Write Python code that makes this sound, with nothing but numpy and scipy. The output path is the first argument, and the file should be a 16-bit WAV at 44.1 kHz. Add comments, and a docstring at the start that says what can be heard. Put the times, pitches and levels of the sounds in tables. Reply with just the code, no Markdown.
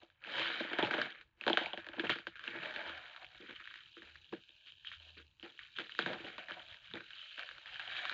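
"""In a quiet room, a thin plastic bag of tiny glass beads is tipped and squeezed over a small jar in the hand.
Clumped random clicks ring short resonances: the film crinkles, beads tick on each other and the jar.
Single snaps are cracks with a decaying sine; creases and pushes boom faintly in the hollow of jar and hand.
Below lie filtered-noise hiss, rumble and thuds and a wavering sine hum; a small microphone hears little
above 4 kHz."""
import sys
import numpy as np
from scipy import signal
from scipy.fft import rfft, irfft
from scipy.io import wavfile
from scipy.ndimage import uniform_filter1d

SR = 44100
rng = np.random.default_rng(int(sys.argv[2]) if len(sys.argv) > 2 else 0)


def to_wav(s):
    """Save 16-bit WAV."""
    ch = np.atleast_2d(s).T  # columns
    pcm = np.round(np.clip(ch, -1, 1) * 32767)  # PCM
    wavfile.write(sys.argv[1], SR, pcm.astype(np.int16))


N = 358533

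# Snaps of the film and lone bead hits, before filters and microphone.
# Each row: start in seconds, ring level in dB, ring pitch in Hz, push into the hollow in dB.
SNAPS = [(0.026, -53, 851, -56), (0.101, -51, 1640, -81), (0.219, -49, 1630, -76), (0.239, -39, 2520, -70),
         (0.2473, -37, 1710, -75), (0.2723, -40, 2740, -47), (0.3446, -35, 1590, -47.5),
         (0.3953, -22, 1520, -42), (0.6045, -27, 1650, -36.5), (0.6464, -41, 1730, -43.5),
         (0.712, -43, 1780, -42.5), (0.7321, -23.5, 1560, -39.5), (0.7866, -20.5, 1620, -29.5),
         (0.8268, -25, 3320, -27.5), (0.848, -27, 2650, -45), (0.8699, -26.5, 1460, -41),
         (0.9097, -18.5, 1500, -38), (0.9382, -19, 1520, -31.5), (0.9687, -42, 1560, -48),
         (0.9811, -26, 1600, -34), (1.0155, -17.5, 1580, -43), (1.058, -32, 1850, -65),
         (1.1042, -33, 1800, -61), (1.2119, -39, 1620, -70), (1.4112, -32.5, 2560, -53.5),
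         (1.438, -32, 1830, -60.5), (1.4657, -20.5, 1590, -30), (1.479, -16, 1540, -29.5),
         (1.4986, -20, 1490, -28), (1.5307, -20, 3250, -31.5), (1.5725, -13, 1500, -32.5),
         (1.6099, -27.5, 1920, -37.5), (1.636, -35.5, 3150, -47), (1.6596, -25.5, 2350, -42.5),
         (1.733, -30.5, 3220, -37), (1.7749, -31, 1740, -41), (1.8447, -39.5, 1800, -62),
         (1.8663, -32.5, 1700, -52), (1.8873, -34.5, 1700, -48), (1.933, -36, 1540, -47.5),
         (1.9784, -48, 1800, -39.5), (1.9957, -20.5, 1600, -37.5), (2.035, -42, 1580, -36.5),
         (2.0446, -29, 1600, -39), (2.05, -31, 1440, -44), (2.0697, -33.5, 2680, -54),
         (2.095, -17.5, 1870, -37.5), (2.1, -16, 980, -49), (2.108, -24.5, 2820, -41),
         (2.157, -32.5, 1490, -48.5), (2.1862, -31.5, 1440, -52), (2.269, -24, 1580, -44.5),
         (2.356, -37, 1630, -69), (2.394, -35.5, 1610, -76), (2.4125, -40.5, 1610, -81),
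         (2.4392, -31.5, 1640, -66), (2.4781, -28.5, 2700, -49), (2.5323, -40, 1530, -52),
         (2.5493, -43, 1710, -46), (2.6304, -32, 1600, -47), (2.6339, -34, 2550, -51.5),
         (2.6577, -30.5, 1770, -48), (2.6944, -37, 1820, -59), (2.7089, -33.5, 1630, -61),
         (2.7402, -30, 1490, -60), (2.7617, -26, 1680, -48), (2.8144, -33.5, 1600, -52),
         (2.8951, -29.5, 1310, -49), (2.9352, -42, 2440, -65), (3.0974, -42.5, 2370, -72),
         (3.1628, -35, 1380, -81), (3.2307, -47, 2670, -56), (3.2453, -39, 2140, -68),
         (3.3469, -44, 1430, -65), (3.509, -35.5, 1520, -68), (3.5623, -39, 3030, -83),
         (3.6022, -36, 1380, -67), (3.641, -46, 3000, -78), (3.6553, -40, 1630, -83),
         (3.6745, -32.5, 1780, -86), (3.711, -38.5, 1570, -79), (3.7405, -35, 1830, -83),
         (3.7569, -35, 1790, -76), (3.968, -42, 1410, -64), (4.0205, -39.5, 1780, -59.5),
         (4.1558, -37, 1820, -80), (4.3264, -35, 1230, -40), (4.3361, -34.5, 1590, -72.5),
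         (4.4915, -48.5, 3290, -72), (4.6613, -49.5, 3180, -79.5), (4.6718, -48, 2930, -81),
         (4.7207, -46.5, 2930, -78), (4.8478, -39, 1820, -84), (4.8716, -38, 3050, -76),
         (4.883, -39, 2920, -84), (4.9162, -35, 1820, -75), (5.0, -50, 3100, -74),
         (5.0848, -54.5, 3130, -75), (5.3973, -47, 3130, -74), (5.4279, -38.5, 3000, -55),
         (5.5764, -46.5, 3080, -79), (5.5912, -33, 1880, -75), (5.6329, -45.5, 3080, -74.5),
         (5.766, -36.5, 3120, -80), (5.7728, -37, 3050, -71), (5.7858, -25, 1550, -47.5),
         (5.8596, -37, 1870, -68), (5.8947, -34, 1780, -77), (5.9204, -35.5, 3000, -74),
         (5.9502, -37, 1820, -78), (5.9899, -15, 1466, -37), (6.023, -31, 3370, -44.5),
         (6.0612, -21, 1570, -34), (6.132, -27.5, 1400, -47.5), (6.2007, -45, 2350, -49),
         (6.2456, -40, 2860, -47.5), (6.381, -27.5, 1130, -49.5), (6.4847, -31, 1820, -58),
         (6.5086, -29, 1470, -50.5), (6.5197, -37.5, 3060, -63), (6.5951, -40.5, 3080, -52),
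         (6.685, -42.5, 3960, -76), (6.7438, -38, 1920, -65), (6.9124, -40.5, 1600, -78),
         (6.937, -33.5, 3660, -41), (6.9547, -31, 1400, -43), (7.006, -35.5, 1510, -58),
         (7.106, -37.5, 1530, -83), (7.1326, -43.5, 2900, -81), (7.193, -45.5, 2850, -78),
         (7.3788, -34.5, 1670, -53), (7.3934, -25.5, 1470, -67), (7.4325, -34, 1530, -70),
         (7.4896, -31.5, 1630, -69), (7.5118, -35.5, 1630, -68), (7.5815, -36.5, 1400, -67),
         (7.6584, -39.5, 1730, -65), (7.7147, -46, 3330, -74), (7.7437, -38.5, 3200, -76),
         (7.758, -34, 1640, -83), (7.7958, -27.5, 1600, -70), (7.877, -35, 3100, -56),
         (7.9498, -34.5, 1580, -68), (7.9655, -31.5, 2530, -57), (8.053, -22, 1070, -58),
         (8.0957, -22, 1450, -64)]


def rustle(tick_gain, crinkle_gain, deep_gain, upper_gain):
    """Beads shift and tap the jar, the film creases, and the creases shake the hollow."""
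    # Jar wall modes. Each row: pitch in Hz, width in Hz, relative level in dB.
    jar = [(1400, 150, 0), (1650, 180, 2), (1820, 73, -1.5), (2510, 430, -2), (3120, 220, 1.5),
           (3845, 220, 1), (5000, 570, -10), (6800, 1100, -0.5)]
    # a stronger rush holds more beads and fuses into a hiss
    crowd = np.clip(uniform_filter1d(tick_gain, size=4410) / from_db(-58), 0.5, 2.5)
    creases = grains(2500 * crowd, uneven_db=4.0, clumps_db=3.0)
    taps = grains(2500 * crowd, uneven_db=4.0, clumps_db=1.5) + 0.36 * creases

    wall = rms_one(modes(taps, jar, wander_db=3.0))
    ticks = high(rattle(taps, 2400, 7800, cycles=15.0) + 0.95 * wall, 1600)
    crinkle = band(rattle(creases, 1240, 2600, cycles=4.0) + 1.22 * wall, 1150, 2305)

    push = grains(900, uneven_db=2.0, clumps_db=6.5) + 0.51 * creases
    deep, upper = hollow(push, wander_db=3.5)
    return (sizzle(taps, tick_gain) + tick_gain * rms_one(ticks) + crinkle_gain * rms_one(crinkle)
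            + deep_gain * rms_one(deep) + upper_gain * rms_one(upper))


def sizzle(taps, tick_gain):
    """The finest bead-on-bead noise; its level varies less than the rush does."""
    trickle_start_s, trickle_db = 2.42, 3.0   # more trickling from here on, reached within 1 s
    follows = 0.6                             # share of the rush's swing in dB
    since_s = np.clip(np.arange(N) / SR - trickle_start_s, 0, 1)
    level = from_db(-24.5 + trickle_db * since_s ** 0.2)
    rush = uniform_filter1d(tick_gain, size=2205) ** follows
    fine = band(rms_one(taps) + rng.standard_normal(N), 5600, 11000)
    return level * rush * rms_one(fine)


def effort():
    """Gains of ticks, crinkle, deep and upper hollow: rustle, squeezes and stirs added in power."""
    # Underlying rustle.
    # Each row: time in seconds, then levels in dB of bead ticks, film crinkle, deep and upper hollow.
    underlying = [(0, -70, -81, -74, -72), (.19, -88, -79, -94, -85), (.27, -53, -49.5, -60, -55.5),
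                  (.41, -39.5, -36.5, -49.5, -40.5), (.55, -46, -42, -52.5, -52.5),
                  (.76, -55, -47, -56, -55.5), (1.0, -50, -41.5, -50.5, -48), (1.2, -68, -60, -73, -73.5),
                  (1.27, -85.5, -83, -84, -89.5), (1.35, -95, -88.5, -89.5, -97.5),
                  (1.46, -56, -55, -68, -61.5), (1.7, -61.5, -64, -66, -62), (1.85, -68.5, -62, -74, -68),
                  (2.05, -58, -53.5, -60, -56), (2.34, -73, -65, -87, -84.5), (2.5, -55, -48, -55.5, -58.5),
                  (2.87, -53, -47, -58, -50.5), (3.28, -63, -64, -86.5, -64), (3.5, -60, -56, -79, -76),
                  (3.76, -59.5, -57, -81.5, -83), (3.94, -62.5, -73, -86, -84),
                  (4.28, -64.5, -80, -84, -87), (4.62, -66, -88, -92, -91.5), (5.1, -63, -76.5, -89, -85),
                  (5.25, -72, -86, -88, -95), (5.37, -78, -86, -93, -99), (5.5, -63, -76.5, -84, -89.5),
                  (5.75, -61, -80, -87, -95), (6.1, -52, -50.5, -58, -59), (6.45, -62.5, -62.5, -79.5, -70),
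                  (6.64, -59, -66.5, -84, -72.5), (6.9, -63.5, -67, -91.5, -77.5),
                  (7.28, -53, -58.5, -85, -75.5), (7.68, -59.5, -63, -84.5, -70),
                  (7.9, -50, -48, -70.5, -56.5), (8.13, -47, -43.5, -60.5, -55)]
    # Squeezes and tips of the bag, each a quick rush that dies away.
    # Each row: start in seconds, time to fall 20 dB in seconds,
    # then levels in dB of bead ticks, film crinkle, deep and upper hollow.
    squeezes = [(.012, .06, -57, -62, -72, -56), (.6, .08, -50, -43, -45.5, -47),
                (0.785, 0.0478, -40, -30, -39, -36.5), (0.825, 0.0737, -37.5, -36, -33.5, -33.5),
                (.92, 0.0834, -44, -38.5, -46, -43), (.98, 0.11, -45, -40.5, -40, -42),
                (1.205, 0.03, -57.5, -51.5, -75, -74.5), (1.37, .08, -72, -72, -72, -70),
                (1.41, .07, -55.5, -55, -64.5, -62), (1.466, .15, -44, -43.5, -53, -46),
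                (1.573, .05, -39.5, -33.5, -61, -43), (1.61, .14, -47, -43.5, -66, -45),
                (1.732, 0.04, -53.5, -53, -56, -59), (1.775, 0.06, -50.5, -48, -62, -57),
                (1.93, .05, -60, -54, -58, -52), (1.965, .1, -60, -56, -46, -56),
                (2.035, 0.08, -47, -40, -41, -48), (2.094, 0.08, -36, -34, -49, -49),
                (2.17, .07, -54, -50, -50, -59), (2.267, 0.02, -43.5, -51, -47.5, -51),
                (2.356, .1, -60, -50.5, -85, -83), (2.44, 0.16, -52, -47, -60, -58),
                (2.62, 0.1, -48, -43.5, -55, -50), (2.84, .06, -54, -52, -57, -43.5),
                (3.21, .07, -60, -55, -80, -57), (3.345, .12, -65, -56, -80, -70),
                (3.4, 0.09, -58, -53, -47.5, -70), (3.49, 0.05, -57, -50, -45.5, -52.5),
                (3.965, 0.12, -60, -58.5, -54, -76), (4.02, 0.25, -60, -57.5, -71, -66),
                (4.322, .06, -54, -49, -41, -55), (4.66, 0.08, -53, -62, -92, -94.5),
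                (4.846, 0.14, -53, -57.5, -90, -85), (4.915, 0.05, -47, -46.5, -83, -75),
                (5.0, 0.27, -57.5, -71, -79, -72), (5.166, .07, -54, -52.5, -50.5, -70),
                (5.397, .04, -58, -68, -90, -90), (5.428, 0.1048, -52.5, -51, -52, -55.5),
                (5.59, 0.12, -57, -52, -85, -88), (5.752, .05, -52, -54, -85, -85),
                (5.781, .08, -46, -43, -43.5, -50), (5.9, 0.02, -52, -54, -85, -81),
                (5.992, .14, -48, -42, -48.5, -54), (6.062, 0.1461, -46.5, -43.5, -41, -41.5),
                (6.24, 0.15, -50, -48, -49.5, -56), (6.378, 0.0853, -51.5, -47, -57, -49.5),
                (6.485, 0.17, -53, -49.5, -65, -55), (6.565, 0.07, -55, -55, -69, -52),
                (6.685, 0.14, -56, -55.5, -85, -67), (6.84, 0.1, -53, -56, -90, -76),
                (6.937, 0.1, -54.5, -45.5, -44.5, -52), (7.384, 0.13, -52, -47, -73, -49.5),
                (7.655, 0.16, -54, -54, -84, -65), (7.72, 0.08, -51, -51.5, -82, -70),
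                (7.79, .08, -50, -46, -75, -54), (7.955, .07, -45, -42, -67, -59)]
    rise_s, hold = 0.008, 1.39     # the larger hold, the longer a rush holds and the sharper it stops
    stir_db, stir_s = -22, 0.012   # each snap stirs beads and film briefly

    power = from_db(in_time(underlying)) ** 2
    t = np.arange(SR) / SR
    for start_s, fall_s, *db in squeezes:
        i = round(start_s * SR)
        shape = (1 - np.exp(-t / rise_s)) * from_db(-20 * (t / fall_s) ** hold)
        power[:, i:i + SR] += (from_db(db)[:, None] * shape[:N - i]) ** 2

    start_s, db = np.transpose(SNAPS)[:2]
    kicks = np.zeros(N)
    np.add.at(kicks, (start_s * SR).astype(int), from_db(db + stir_db) ** 2)
    power[:2] += signal.lfilter([1], [1, -np.exp(-2 / (stir_s * SR))], kicks + 1e-18)
    return np.sqrt(power)


def snaps(upper_to_deep):
    """A sharp crack, a short ring of the panel that gave way, a noisy after-shake, a push into the hollow."""
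    ring_s = 0.0012
    crack_db, crack_s = -8.5, 0.0006
    shake_db, shake_s = -12, 0.001
    settle_db, settle_s = -24, 0.027
    shove_db, shove_s = -15, 0.0057
    upper_share = 0.5

    length = 4096
    out, push = np.zeros(N + length), np.zeros(N + length)
    t = np.arange(length) / SR
    chance = rng.standard_normal((len(SNAPS), length))
    for (start_s, db, hz, push_db), noise in zip(SNAPS, chance):
        i = round(start_s * SR)
        ring = np.sin(2 * np.pi * hz * t) * np.exp(-t / ring_s)
        crack = from_db(crack_db) * noise * np.exp(-t / crack_s)
        # the film shakes, then the beads settle
        film_shake = from_db(shake_db) * np.exp(-t / shake_s)
        bead_settle = from_db(settle_db) * np.exp(-t / settle_s)
        shake = noise * (film_shake + bead_settle)
        # random polarity from the spare end of the noise
        out[i:i + length] += np.sign(noise[-1]) * from_db(db) * (ring + crack + shake)
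        push[i:i + length] += from_db(push_db + shove_db) * noise[::-1] * np.exp(-t / shove_s)
        push[i] += np.sign(noise[-2]) * from_db(push_db)

    click = np.eye(1, 2048)[0]
    deep_peak = np.abs(hollow(click)[0]).max()   # height of the deep ring after a unit push
    deep, upper = hollow(push[:N] / deep_peak)
    # the push goes where the hand is pressing: to the deep or to the upper modes
    tilt = np.clip(upper_to_deep ** (upper_share / 2), 0.25, 4)
    return high(high(out[:N], 950), 950) + deep / tilt + upper * tilt


def hollow(push, wander_db=0):
    """The air in hand, jar and bag rings at a few low modes: deep ones and upper ones."""
    # Air in the cupped hand. Each row: pitch in Hz, width in Hz, relative level in dB.
    hand_air = [(179.5, 20, -2.5), (220, 140, -3.5), (335, 31.7, 7), (473, 39.7, 1)]
    # Air in the jar and bag. Each row: pitch in Hz, width in Hz, relative level in dB.
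    jar_air = [(502, 81, -4.5), (612.6, 79, -2), (740.4, 47, -4), (837, 49, -4.5), (929, 150, -8)]
    deep = band(modes(push, hand_air), 98, 600)
    upper = band(modes(push, jar_air, wander_db), 534, 1200)
    return deep, upper


def grains(per_s, uneven_db, clumps_db):
    """Random clicks, mostly small, in clumps; scaled so that power does not depend on per_s."""
    sizes = from_db(uneven_db * np.minimum(rng.exponential(1, N), 5))
    signs = rng.choice([-1, 1], N)
    chance = per_s * from_db(clumps_db * drift(25)) / SR
    return signs * sizes * (rng.random(N) < chance) / np.sqrt(per_s)


def rattle(clicks, low_hz, high_hz, cycles):
    """Clicks dealt at random to twelve short rings spread over a band; rms 1."""
    dealt = rng.integers(0, 12, N)
    pitches_hz = np.geomspace(low_hz, high_hz, 12)
    return rms_one(sum(resonance(clicks * (dealt == k), hz, hz / cycles) for k, hz in enumerate(pitches_hz)))


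def modes(push, table, wander_db=0):
    """A body rings at its (Hz, width Hz, dB) modes; a shifting grip lets each swell and fade."""
    total = 0
    for k, (hz, width_hz, db) in enumerate(table):
        wander = wander_db * drift(3) if wander_db else 0
        total = total + (-1) ** k * from_db(db + wander) * resonance(push, hz, width_hz)
    return total


def reflections(x, t60_s=0.12):
    """Table and walls return a short noisy tail."""
    t = np.arange(SR // 4) / SR
    tail = rng.standard_normal(len(t)) * from_db(-60 * t / t60_s) * (t > 0.002)
    return signal.fftconvolve(x, tail / np.sqrt(np.sum(tail ** 2)))[:N]


def handling_thuds(deep_gain):
    """Low noise that follows the hand's pressing, plus soft bell-shaped thuds."""
    # Soft thuds of handling. Each row: peak time in seconds, level in dB.
    bump_rows = [(.41, -56), (.86, -47.5), (1.04, -57.5), (1.5, -61), (1.64, -62.5), (2.1, -50.5),
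                 (2.6, -58.5), (4.35, -66), (5.16, -70.5), (6.07, -51.5), (6.2, -61), (6.54, -64),
                 (6.95, -58), (7.9, -69)]
    half_width_s = 0.05
    press_db, follows = -72, 0.8   # level at a deep hollow of -55 dB; share of its swing in dB
    t = np.arange(N) / SR
    press = uniform_filter1d(deep_gain, size=2205) / from_db(-55)
    bumps = sum(from_db(db) * np.exp(-((t - s) / half_width_s) ** 2) for s, db in bump_rows)
    return (from_db(press_db) * press ** follows + bumps) * rms_one(band(rng.standard_normal(N), 100, 190))


def low_hum():
    """A low sine of wavering pitch that comes and goes."""
    # Hum swells. Each row: start in seconds, length in seconds, rms level in dB.
    swells = [(2.85, .17, -62.5), (4.03, 0.24, -65.5), (4.94, 0.37, -61)]
    hum_hz, waver_hz, edge_s = 78.6, 2.1, 0.04
    t = np.arange(N) / SR
    swell = sum(from_db(db) * np.clip(np.minimum(t - s, s + length_s - t) / edge_s, 0, 1)
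                for s, length_s, db in swells)
    phase = 2 * np.pi * np.cumsum(hum_hz + waver_hz * drift(4)) / SR
    return np.sqrt(2) * swell * np.sin(phase)


def room_tone():
    """Faint coloured hiss and a house rumble of wavering level."""
    # Hiss spectrum. Each row: frequency in Hz, relative level in dB.
    spectrum = [(88, -35.5), (150, -18), (209, -15.5), (489, -25), (819, -24), (875, -11), (2010, -27.5),
                (3100, -30), (8000, -52), (10400, -86.5), (17600, -120)]
    hiss_db, rumble_db, waver_db = -86, -74, 4.3
    hiss = from_db(hiss_db) * rms_one(colour(rng.standard_normal(N), spectrum))
    low = rms_one(band(rng.standard_normal(N), 34, 130))
    return hiss + from_db(rumble_db + waver_db * drift(9)) * low


def from_db(db):
    """Decibels to gain."""
    return 10 ** (np.asarray(db) / 20)


def rms_one(x):
    """Scaled to rms 1."""
    return x / np.sqrt(np.mean(x ** 2) + 1e-20)


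def in_time(rows):
    """Each column after the time, interpolated to one value a sample."""
    s, *columns = np.transpose(rows)
    return [np.interp(np.arange(N) / SR, s, c) for c in columns]


def drift(rate_hz):
    """Slow chance: noise through a double one-pole low-pass, rms 1."""
    r = np.exp(-2 * np.pi * rate_hz / SR)
    slow = signal.lfilter([1], [1, -2 * r, r * r], rng.standard_normal(N + SR))
    return rms_one(slow[SR:])   # the first second is run-in


def resonance(x, hz, width_hz):
    """A two-pole resonance of about unit gain at its peak."""
    r = np.exp(-np.pi * width_hz / SR)
    zeros = [(1 - r * r) / 2, 0, (r * r - 1) / 2]
    poles = [1, -2 * r * np.cos(2 * np.pi * hz / SR), r * r]
    return signal.lfilter(zeros, poles, x + 1e-18)


def colour(x, spectrum):
    """A causal (minimum-phase) filter that follows (Hz, dB) points."""
    hz, db = np.transpose(spectrum)
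    grid_hz = np.linspace(1, SR / 2, 4097)
    log_gain = np.interp(np.log(grid_hz), np.log(hz), db) * np.log(10) / 20
    # fold the cepstrum onto positive time
    cepstrum = irfft(log_gain)
    cepstrum[1:4096] *= 2
    cepstrum[4097:] = 0
    return signal.fftconvolve(x, irfft(np.exp(rfft(cepstrum))))[:N]


def high(x, hz):
    """A steep high-pass."""
    return signal.sosfilt(signal.butter(4, hz, "high", fs=SR, output="sos"), x)


def band(x, low_hz, high_hz):
    """A steep band-pass."""
    return signal.sosfilt(signal.butter(3, [low_hz, high_hz], "band", fs=SR, output="sos"), x)


def scene():
    """Bag and jar close by, the room behind."""
    gains = effort()
    deep_gain, upper_gain = gains[2:]
    hits = snaps(upper_gain / deep_gain)
    near = rustle(*gains) + hits + from_db(-18.0) * reflections(hits)
    return (near + handling_thuds(deep_gain) + low_hum() + room_tone())[None]


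def record(dry):
    """Microphone colour, a steep top cut and the converter's own faint hiss."""
    # Microphone response. Each row: frequency in Hz, gain in dB.
    microphone = [(30, -6.5), (60, -7), (1400, -3), (1620, 1.5), (1900, -2), (2050, -5.5), (2250, 2.5),
                  (3100, 4.5), (3900, 1.5), (4500, -6.5), (5500, -23), (6200, -23), (7200, -26),
                  (7800, -38), (8200, -46)]
    stop_hz, stop_db, hiss_db = 8300, 50, -102
    top_cut = signal.cheby2(16, stop_db, stop_hz, fs=SR, output="sos")
    heard = signal.sosfilt(top_cut, colour(dry[0], microphone))
    return (heard + from_db(hiss_db) * rng.standard_normal(N))[None]


dry = scene()
out = record(dry)
to_wav(out)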